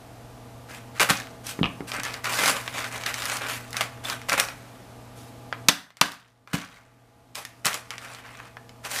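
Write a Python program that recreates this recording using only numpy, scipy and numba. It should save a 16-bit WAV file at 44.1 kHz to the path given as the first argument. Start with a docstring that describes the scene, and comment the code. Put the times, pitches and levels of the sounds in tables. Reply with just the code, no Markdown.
"""Smashing plaster figurines

On a kitchen floor, broken plaster is shoved about on a sheet of paper: it scrapes, crunches and clicks.
A hard piece clacks down on the wood. A light aiming tap leads to two hammer blows that crack the next
hollow figurine and boom through the boards. The blows overload a gain control, which ducks everything,
so the fridge hum drops away and then creeps back."""
import sys
import numpy as np
from scipy import signal
from scipy.fft import rfft, irfft
from scipy.io import wavfile
from scipy.ndimage import uniform_filter1d
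from numba import njit

SR = 44100
rng = np.random.default_rng(int(sys.argv[2]) if len(sys.argv) > 2 else 0)


def wav_out(sig):
    """Save sig, one row per channel (or a flat mono array), as 16-bit PCM at SR to the path in sys.argv[1]."""
    wavfile.write(sys.argv[1], SR, np.round(np.clip(np.atleast_2d(sig).T, -1, 1) * 32767).astype(np.int16))


N = 396900
T = np.arange(N) / SR

# The aiming tap, then the cracks of both blows.
# Each row: start in seconds, level in dB, centre in Hz, decay in seconds.
HAMMER_CRACKS = [(5.5265, -22, 1450, .0012), (5.6854, 18, 4100, .0028), (5.6884, 14, 1520, 0.0019),
                 (5.6925, 12, 3380, .0016), (5.6935, 4.5, 892, .002), (6.0123, 11, 3790, 0.003),
                 (6.0138, 7, 3000, .0007), (6.0153, 10, 1190, .0016)]

def hammer():
    """Each hard blow is a quick chain of cracks as the hollow figurine gives way."""
    out = np.zeros(N)
    for start, db, hz, decay_s in HAMMER_CRACKS:
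        add(out, start, amp(db) * crack(hz, decay_s, q=1.45, ring_db=-16, pitch=0.98))
    return out


# The ring of hollow plaster. Each row: mode in Hz, level in dB, t60 in seconds.
PLASTER_MODES = [(810, -2, 0.044), (1280, -2.5, 0.066), (1390, 0.5, 0.027), (1700, -6, .045),
                 (2080, 3, 0.027), (2440, -0.5, 0.037), (2854, 1, 0.024), (3520, -13, .05),
                 (3770, -10, 0.023), (4500, -14.5, .035), (6050, -7, .04), (6500, -2, .025)]

def crack(hz, decay_s, q, ring_db, pitch, size=4096):
    """A brittle contact: a dying burst of micro-fractures around hz sets the plaster ringing."""
    t = np.arange(size) / SR
    burst = rng.standard_normal(size) * np.exp(-t / decay_s)
    snap = signal.lfilter(*signal.iirpeak(hz, q, SR), burst)
    top_hz = min(hz + hz ** 2 / 1200, SR / 2.5)  # a blunter, lower contact has less treble
    snap = signal.sosfilt(butter(2, [hz / 9, top_hz], "band"), snap)
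    body = signal.fftconvolve(snap, ring(PLASTER_MODES, pitch, size))[:size]
    return struck(unit(snap) + amp(ring_db) * unit(body))


# Pushes of pieces, hand or sleeve over paper and cloth. Each row: start in seconds, length in seconds,
# relative level in dB, treble tilt in dB, swell from start to end in dB.
STROKES = [(0.677, 0.088, -41.5, 0, 5.5), (0.948, 0.036, -40.5, -1, 1), (1.156, 0.062, -41.5, 0, -3),
           (1.433, 0.067, -43, 9.5, 14.5), (1.866, 0.08, -40.5, 5.5, -1), (1.926, 0.07, -29.5, -10.5, -3.5),
           (2.028, 0.14, -33.5, -2, -9.5), (2.236, 0.032, -27, -2, 2), (2.279, 0.093, -28, 5, 2),
           (2.369, 0.13, -23, 5.5, 4.5), (2.499, 0.082, -32, -2.5, -4), (2.726, 0.14, -30.5, -2, -6),
           (2.901, 0.058, -33, -4, 7.5), (2.99, 0.034, -35, -3, 5), (3.054, .04, -28, -0.5, -1),
           (3.116, 0.25, -32, 3.5, 6.5), (3.403, 0.06, -29.5, -6, -2.5), (3.469, 0.084, -32.5, 5.5, 0),
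           (3.736, 0.084, -32, -4, 1), (4.03, 0.1, -31.5, 2, 2.5), (4.288, 0.074, -35, 0, -3),
           (4.398, 0.038, -39, 2, 15), (4.467, .025, -35.5, -2, -1), (5.148, 0.15, -63, 18, -8),
           (5.975, .02, -34, -6, -3), (6.47, .06, -34.5, -6, 3), (6.564, 0.061, -26, -15, 5),
           (6.67, 0.11, -40, -1.5, -2), (7.362, .06, -28.5, 4.5, -6), (7.45, 0.032, -45, 7, -2),
           (7.692, 0.08, -28.5, 1.5, 2.5), (7.905, 0.029, -29, -8, -1), (7.998, 0.2, -34.5, -2, -10),
           (8.21, 0.27, -38.5, -6, -5), (8.829, 0.071, -35.5, 2.5, 0), (8.888, .13, -29.5, 10.5, 6)]

def sliding(level_db=-2.5, judder_db=1.5, chips_db=-9, weight_hz=950, firm_db=-26):
    """Pieces dragged over paper stick and slip, so the grit comes in clumps; loose chips tick along."""
    low_power, power, treble_power = np.zeros((3, N))
    for start, length, db, tilt_db, swell_db in STROKES:
        stroke = amp(db + level_db) * push(length, swell_db)
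        weight_db = 0.36 * (db - firm_db)  # a firmer push has more low body
        add(low_power, start, (amp(weight_db) * stroke) ** 2)
        add(power, start, stroke ** 2)
        add(treble_power, start, (amp(tilt_db) * stroke) ** 2)
    body, treble = grit(per_s=3500, spread_db=3, hiss=0.5)
    low = signal.sosfiltfilt(butter(2, weight_hz), body)
    scrape = np.sqrt(low_power) * low + np.sqrt(power) * (body - low) + np.sqrt(treble_power) * treble
    scrape = shifting_contacts(scrape, depth_db=2)
    ticks = amp(chips_db) * np.sqrt(power) * chips(per_s=130)
    return amp(judder_db * drift(rate_hz=49)) * (scrape + ticks)


def push(length, swell_db, release_s=0.024, rustle_db=-16.5, rustle_s=0.25):
    """Speed of one stroke: it builds, swells or fades, and coasts to rest; the paper rustles on."""
    t = np.arange(0, length + 1, 1 / SR)
    grip_s = 0.0056 + 0.15 * length
    swell = amp(swell_db * (np.minimum(t / length, 1) - .5))
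    after = np.maximum(t - length, 0)
    coast = np.maximum(np.exp(-after / release_s), amp(rustle_db) * np.exp(-after / rustle_s))
    return np.minimum(t / grip_s, 1) * swell * coast


# The tone of shards on paper. Each row: frequency in Hz, relative spectral density in dB.
SCRAPE_SPECTRUM = [(88, -44.5), (150, -8.5), (248, -5.5), (331, -9.5), (505, -1.5), (649, 1), (714, -3),
                   (1130, 2), (1540, 2.5), (2400, -0.5), (2650, -3), (3470, -7), (4120, -9.5),
                   (10400, -13.5), (15000, -21)]

def grit(per_s, spread_db, hiss):
    """Dense catches of rough plaster, a few of them large; returned as body and treble."""
    strength = amp(spread_db * np.minimum(rng.exponential(1, N), 4.5)) * rng.choice([-1, 1], N)
    catches = unit(strength * (rng.random(N) < per_s / SR))
    friction = unit(colour(catches + hiss * rng.standard_normal(N), SCRAPE_SPECTRUM))
    body = signal.sosfiltfilt(butter(2, 3300), friction)
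    return body, friction - body


def shifting_contacts(scrape, depth_db):
    """The points of contact keep changing, so the resonances of the scrape come and go."""
    spectra = signal.stft(scrape, SR, nperseg=512)[2]
    patches = uniform_filter1d(rng.standard_normal(spectra.shape), size=6, axis=0)
    patches = unit(uniform_filter1d(patches, size=8, axis=1))
    return signal.istft(spectra * unit(amp(depth_db * patches)), SR, nperseg=512)[1][:N]


# A heap of shards caves in, lands or is shoved.
# Each row: start in seconds, length in seconds, level in dB, treble tilt in dB.
CRUNCHES = [(0.999, 0.035, -17.5, 2.5), (1.088, 0.012, -21.5, 1), (1.096, 0.015, -19, 4.5),
            (3.805, 0.014, -24.5, 2), (4.285, 0.021, -26.5, 1.5), (4.317, 0.027, -22.5, -7),
            (4.375, 0.035, -24, 0.5), (6.016, .028, -11, -3), (6.53, 0.0263, -12, 1),
            (7.346, 0.037, -31, 10.5), (7.645, 0.044, -17, 2.5), (8.845, 0.023, -29.5, -1)]

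def crunches(rise_s=0.0042, settle_db=-7, settle_s=0.023):
    """Many shards collide within a few hundredths of a second; then the heap settles."""
    body, treble = grit(per_s=4000, spread_db=4, hiss=0.38)
    out = np.zeros(N)
    for start, length, db, tilt_db in CRUNCHES:
        heap = (body + amp(tilt_db) * treble)[round(start * SR):]
        t = T[:len(heap)]
        settle = amp(settle_db) * np.exp(-abs(t - length) / settle_s)
        envelope = np.where(t < length, np.minimum(t / rise_s, 1), settle)
        add(out, start, amp(db) * envelope * struck(heap, size=round(length * SR)))
    return out


# Single shards knocking together; the rows at 1.591 and 1.806 s are instead the dull knock of weight landing on
# the floor. Each row: start in seconds, relative level in dB, centre in Hz.
SHARD_CLICKS = [(0.9976, -19, 2530), (1.102, -18.5, 3230), (1.2004, -34, 2900), (1.271, -43, 2100),
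                (1.4678, -32, 6350), (1.591, -35, 1100), (1.8067, -38, 1110), (1.918, -28, 2090),
                (2.034, -30, 4070), (2.0514, -29.5, 2520), (2.1408, -30.5, 2390), (2.243, -32, 4200),
                (2.2561, -27.5, 2500), (2.4362, -24, 2000), (2.459, -21.5, 2970), (2.567, -28.5, 1810),
                (2.678, -27, 1830), (2.8432, -31, 2150), (3.0368, -31, 2750), (3.063, -25.5, 2900),
                (3.142, -27.5, 3400), (3.2212, -30, 2520), (3.2551, -26.5, 4230), (3.2982, -26.5, 2940),
                (3.3694, -30, 3600), (3.707, -44, 5200), (3.73, -34, 3900), (3.744, -32, 1370),
                (3.768, -24, 3700), (3.8093, -21, 2330), (4.0997, -25, 3100), (4.2165, -38.5, 2440),
                (4.2959, -22.5, 2700), (4.3307, -22, 3500), (4.399, -16, 6400), (4.486, -32.5, 2190),
                (5.9046, -27, 2010), (5.97, -24, 3450), (6.1191, -20.5, 4500), (6.4745, -27, 1570),
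                (6.5334, -18, 2070), (7.3545, -22, 4440), (7.4514, -25.5, 3500), (7.6514, -28, 4500),
                (7.656, -12, 5900), (7.6671, -10.5, 3600), (7.7304, -22, 3350), (7.7426, -19.5, 3990),
                (7.906, -24, 2940), (7.9813, -27.5, 2690), (8.148, -32.5, 2780), (8.4012, -33, 1480),
                (8.569, -33.5, 1280), (8.6932, -41, 2580), (8.85, -30.5, 2670), (8.962, -27, 2360),
                (8.988, -26, 3000)]

def shards(level_db=1.5, tick_db=-9, tick_db_per_octave=6):
    """Each shard rings at its own size; its edge adds a bright tick, weaker on a blunt contact."""
    out = np.zeros(N)
    for start, db, hz in SHARD_CLICKS:
        pitch = rng.uniform(.85, 1.1)
        edge_db = tick_db + tick_db_per_octave * min(np.log2(hz / 4000), 0)
        knock = crack(hz, decay_s=0.0013, q=0.85, ring_db=-5.5, pitch=pitch)
        tick = crack(8000, decay_s=0.00025, q=0.64, ring_db=-24.5, pitch=pitch)
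        add(out, start, amp(db + level_db) * knock + amp(db + edge_db) * tick)
    return out


# A hard piece is set down and rocks. Each row: start in seconds, level in dB.
CLACKS = [(1.6313, -18), (1.6417, -19.5), (1.6502, -33), (1.657, -23.5)]
# The ring of that piece. Each row: mode in Hz, level in dB, t60 in seconds.
PIECE_MODES = [(800, -14, 0.0044), (1220, 2.5, 0.011), (1785, -5, 0.0098), (2590, 4, 0.011), (2840, 8, .01),
               (3120, -6, .012), (3660, -26, 0.017)]

def clacks(chatter_s=0.00064, top_hz=4200, size=4096):
    """The piece chatters for an instant at each touch of the floor and rings briefly."""
    out, t = np.zeros(N), np.arange(size) / SR
    for start, db in CLACKS:
        touch = rng.standard_normal(size) * np.exp(-t / chatter_s)
        add(out, start, amp(db) * struck(signal.fftconvolve(touch, ring(PIECE_MODES, size=size))))
    return signal.sosfilt(butter(3, top_hz), out)


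# Weight reaching the floor. Each row: start in seconds, level in dB, pitch of the pulse in Hz.
THUDS = [(1.003, -26, 320), (1.105, -17, 216), (1.59, -19, 334), (1.612, -10.5, 232), (1.631, -18.5, 260),
         (1.646, -21, 204), (1.806, -20.5, 338), (1.988, -31, 261), (2.434, -24.5, 380), (5.686, 9, 239.6),
         (6.0134, 3, 237), (6.5404, 0.5, 215), (7.655, -25.5, 148.6)]
# The boom of the floorboards. Each row: mode in Hz, level in dB, t60 in seconds.
BOARD_MODES = [(98, -7, .1), (139, -7.5, 0.17), (172, -3, 0.28), (209, 1, 0.073), (237.4, 0, 0.14),
               (288, 0, 0.19), (347, -12, 0.066), (410, -4, 0.11), (508, -5, .11)]

def thuds(boom_db=-5, cycles=0.72, size=16384):
    """A short pulse through the cushioning mat, then the boom of the boards."""
    out, t = np.zeros(N), np.arange(size) / SR
    for start, db, hz in THUDS:
        age = t * hz / cycles
        pulse = np.sin(2 * np.pi * hz * t) * 2 * age * np.exp(1 - 2 * age)
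        boom = signal.fftconvolve(pulse, ring(BOARD_MODES))[:size]
        add(out, start, amp(db) * (pulse + amp(boom_db) * np.std(pulse) * unit(boom)))
    return signal.sosfilt(butter(3, 70, "high"), out)  # the thuds carry little below 70 Hz


# Curved shards left free to ring. Each row: start in seconds, level in dB, pitch in Hz, t60 in seconds.
CLINKS = [(4.0535, -27.5, 3540, 0.036), (5.699, 4, 3530, .03), (6.7705, -35, 2180, .04),
          (7.451, -27, 1830, 0.031), (8.569, -37.5, 1720, 0.03)]

def clinks():
    """Each curved shard has a pair of close modes that beat as they die."""
    out = np.zeros(N)
    for start, db, hz, t60 in CLINKS:
        add(out, start, amp(db) * struck(ring([(hz, 0, t60), (.985 * hz, -4, t60)])))
    return out


# Showers of crumbs. Each row: start in seconds, level in dB, fade time in seconds.
CRUMB_SHOWERS = [(1.13, -31, .055), (5.715, -18, .035), (6.04, -19, .07), (6.57, -25, .07)]

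def crumbs():
    """After a smash, chips patter onto the paper and quickly fade."""
    envelope = sum(amp(db) * (T > start) * np.exp(-abs(T - start) / fade_s)
                   for start, db, fade_s in CRUMB_SHOWERS)
    return envelope * chips(per_s=400)


def chips(per_s, spread_db=3, count=24):
    """Sparse ticks of many small chips, each with a pitch of its own; rms 1."""
    out = np.zeros(N)
    for hz in np.geomspace(1200, 6000, count):
        tick = crack(hz, decay_s=.0005, q=1.8, ring_db=-15, pitch=rng.uniform(.8, 1.5), size=1024)
        for when, chance in rng.random((round(per_s * N / SR / count), 2)):
            db = spread_db * min(-np.log(1 - chance), 3)  # mostly small, a few loud
            add(out, when * N / SR, amp(db) * tick)
    return unit(out)


# The compressor's hum. Each row: frequency in Hz, base level in dB.
HUM_LINES = [(119.6, -50), (247.6, -59.5), (473.7, -62), (667.5, -59.5), (829, -61.5), (1190, -64.5)]
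# The slow swell of the hum. Each row: time in seconds, gain in dB.
HUM_SWELL = [(0, -2), (.3, -1.5), (.6, 1), (4.2, 3.5), (4.6, -2.5), (5.6, 2.5), (9, 1.5)]
# Fan and room noise. Each row: frequency in Hz, relative spectral density in dB.
FAN_SPECTRUM = [(15, -54.5), (25, -12.5), (86, -9.5), (121, -6.5), (150, -15), (264, -8), (383, -18),
                (475, -12.5), (543, -17.5), (673, -11.5), (749, -15), (1760, -25.5), (4750, -32),
                (13100, -37), (15000, -46.5)]

def fridge(waver_db=0.45, waver_rad=0.37, fan_db=-47.5):
    """Wavering compressor lines over the steady rush of the fan."""
    hum = np.zeros(N)
    for hz, db in HUM_LINES:
        peak = np.sqrt(2) * amp(db + waver_db * drift(rate_hz=4))
        wobble = waver_rad * hz / HUM_LINES[0][0] * drift(rate_hz=3.3)
        hum += peak * np.sin(2 * np.pi * hz * T + wobble)
    rush = unit(colour(rng.standard_normal(N), FAN_SPECTRUM))
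    return hum * amp(np.interp(T, *np.transpose(HUM_SWELL))) + amp(fan_db) * rush


# The kitchen's reverb. Each row: frequency in Hz, t60 in seconds.
KITCHEN_DECAY = [(150, 0.32), (400, 0.33), (1040, 0.39), (2760, 0.29), (7280, .28), (14000, 0.3)]

def room(x, early=1, predelay_s=.003, early_s=0.0092, treble_db=-2, echoes_per_s=6000, size=32768):
    """Strong first reflections from floor and body, then the cupboards; the mids ring longest."""
    age = np.arange(size) / SR
    echoes = rng.choice([-1, 1], size) * (rng.random(size) < echoes_per_s / SR)
    hz, t, spectra = signal.stft(echoes * (1 + early * np.exp(-age / early_s)), SR, nperseg=256)
    tone_db = curve([(2500, 0), (12000, treble_db)], hz)[:, None]
    decay_db = -60 * t / curve(KITCHEN_DECAY, hz)[:, None]
    tail = signal.istft(spectra * amp(tone_db + decay_db), SR, nperseg=256)[1]
    tail[:round(predelay_s * SR)] = 0
    return signal.oaconvolve(x, tail / np.linalg.norm(tail))[:N]


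def amp(db):
    """Decibels to gain."""
    return 10 ** (np.asarray(db) / 20)


def unit(x):
    """Scales to rms 1."""
    return x / np.sqrt(np.mean(x ** 2) + 1e-20)


def struck(x, size=176):
    """Scales a hit so that its attack, 4 ms by default, has rms 1."""
    return x / np.sqrt(np.mean(x[:size] ** 2) + 1e-20)


def add(mix, start, sound):
    """Mixes a sound in at a start time in seconds."""
    part = mix[round(start * SR):][:len(sound)]
    part += sound[:len(part)]


def butter(order, hz, kind="low"):
    """Filter sections with a flat passband."""
    return signal.butter(order, hz, kind, fs=SR, output="sos")


def curve(points, hz):
    """Interpolates a table on a log-frequency axis."""
    point_hz, value = np.transpose(points)
    return np.interp(np.log(hz + 1), np.log(point_hz + 1), value)


def colour(x, spectrum, size=4096):
    """Minimum-phase EQ with the given spectrum, so that attacks stay sharp."""
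    hz = abs(np.fft.fftfreq(size, 1 / SR))
    log_gain = np.log(amp(curve(spectrum, hz)))
    taps = np.fft.ifft(np.exp(np.conj(signal.hilbert(log_gain)))).real
    return signal.oaconvolve(x, taps[:size // 2])[:len(x)]


def drift(rate_hz):
    """Smooth random wander of rms 1."""
    hz = np.fft.rfftfreq(N, 1 / SR)
    return unit(irfft(rfft(rng.standard_normal(N)) / (1 + (hz / rate_hz) ** 4), N))


def ring(modes, pitch=1, size=16384):
    """Free decay of a set of modes; a smaller object has a higher pitch ratio."""
    t = np.arange(size) / SR
    return sum(amp(db - 60 * t / t60) * np.sin(2 * np.pi * hz * pitch * t) for hz, db, t60 in modes)


def scene(wet_db=-8, shard_wet_db=-7, blow_wet_db=-10, clack_wet_db=-6, directions=3):
    """All sources in the kitchen, heard from close by."""
    handling_and_floor = sliding() + crunches() + crumbs() + clinks() + thuds()
    reverb = room(amp(wet_db) * handling_and_floor)
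    # a crack sends a different wave in each direction, and each finds its own way round the room
    for _ in range(directions):
        send = amp(blow_wet_db) * hammer() + amp(shard_wet_db) * shards() + amp(clack_wet_db) * clacks()
        reverb += room(send, early=1.53) / np.sqrt(directions)
    return (handling_and_floor + shards() + hammer() + clacks() + reverb + fridge())[None]


@njit
def recover(over_db, keep):
    """Gain reduction follows each rise at once and lets go slowly."""
    held = over_db.copy()
    for i in range(1, len(held)):
        held[i] = max(held[i], held[i - 1] * keep)
    return held


def record(dry, limit_db=-7.5, recovery_s=1.806, top_hz=15250):
    """Gain control clamps the blows and recovers over seconds; peaks clip; a low-pass trims the top."""
    power_db = 10 * np.log10(abs(uniform_filter1d(dry[0] ** 2, size=200)) + 1e-12)
    cut_db = recover(np.maximum(power_db - limit_db, 0), np.exp(-1 / (recovery_s * SR)))
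    clipped = np.clip(dry * amp(-cut_db), -1, 1)
    lowpass = signal.firwin(401, top_hz, window=("kaiser", 7), fs=SR)
    return signal.oaconvolve(clipped, lowpass[None], "same")


dry = scene()
out = record(dry)
wav_out(out)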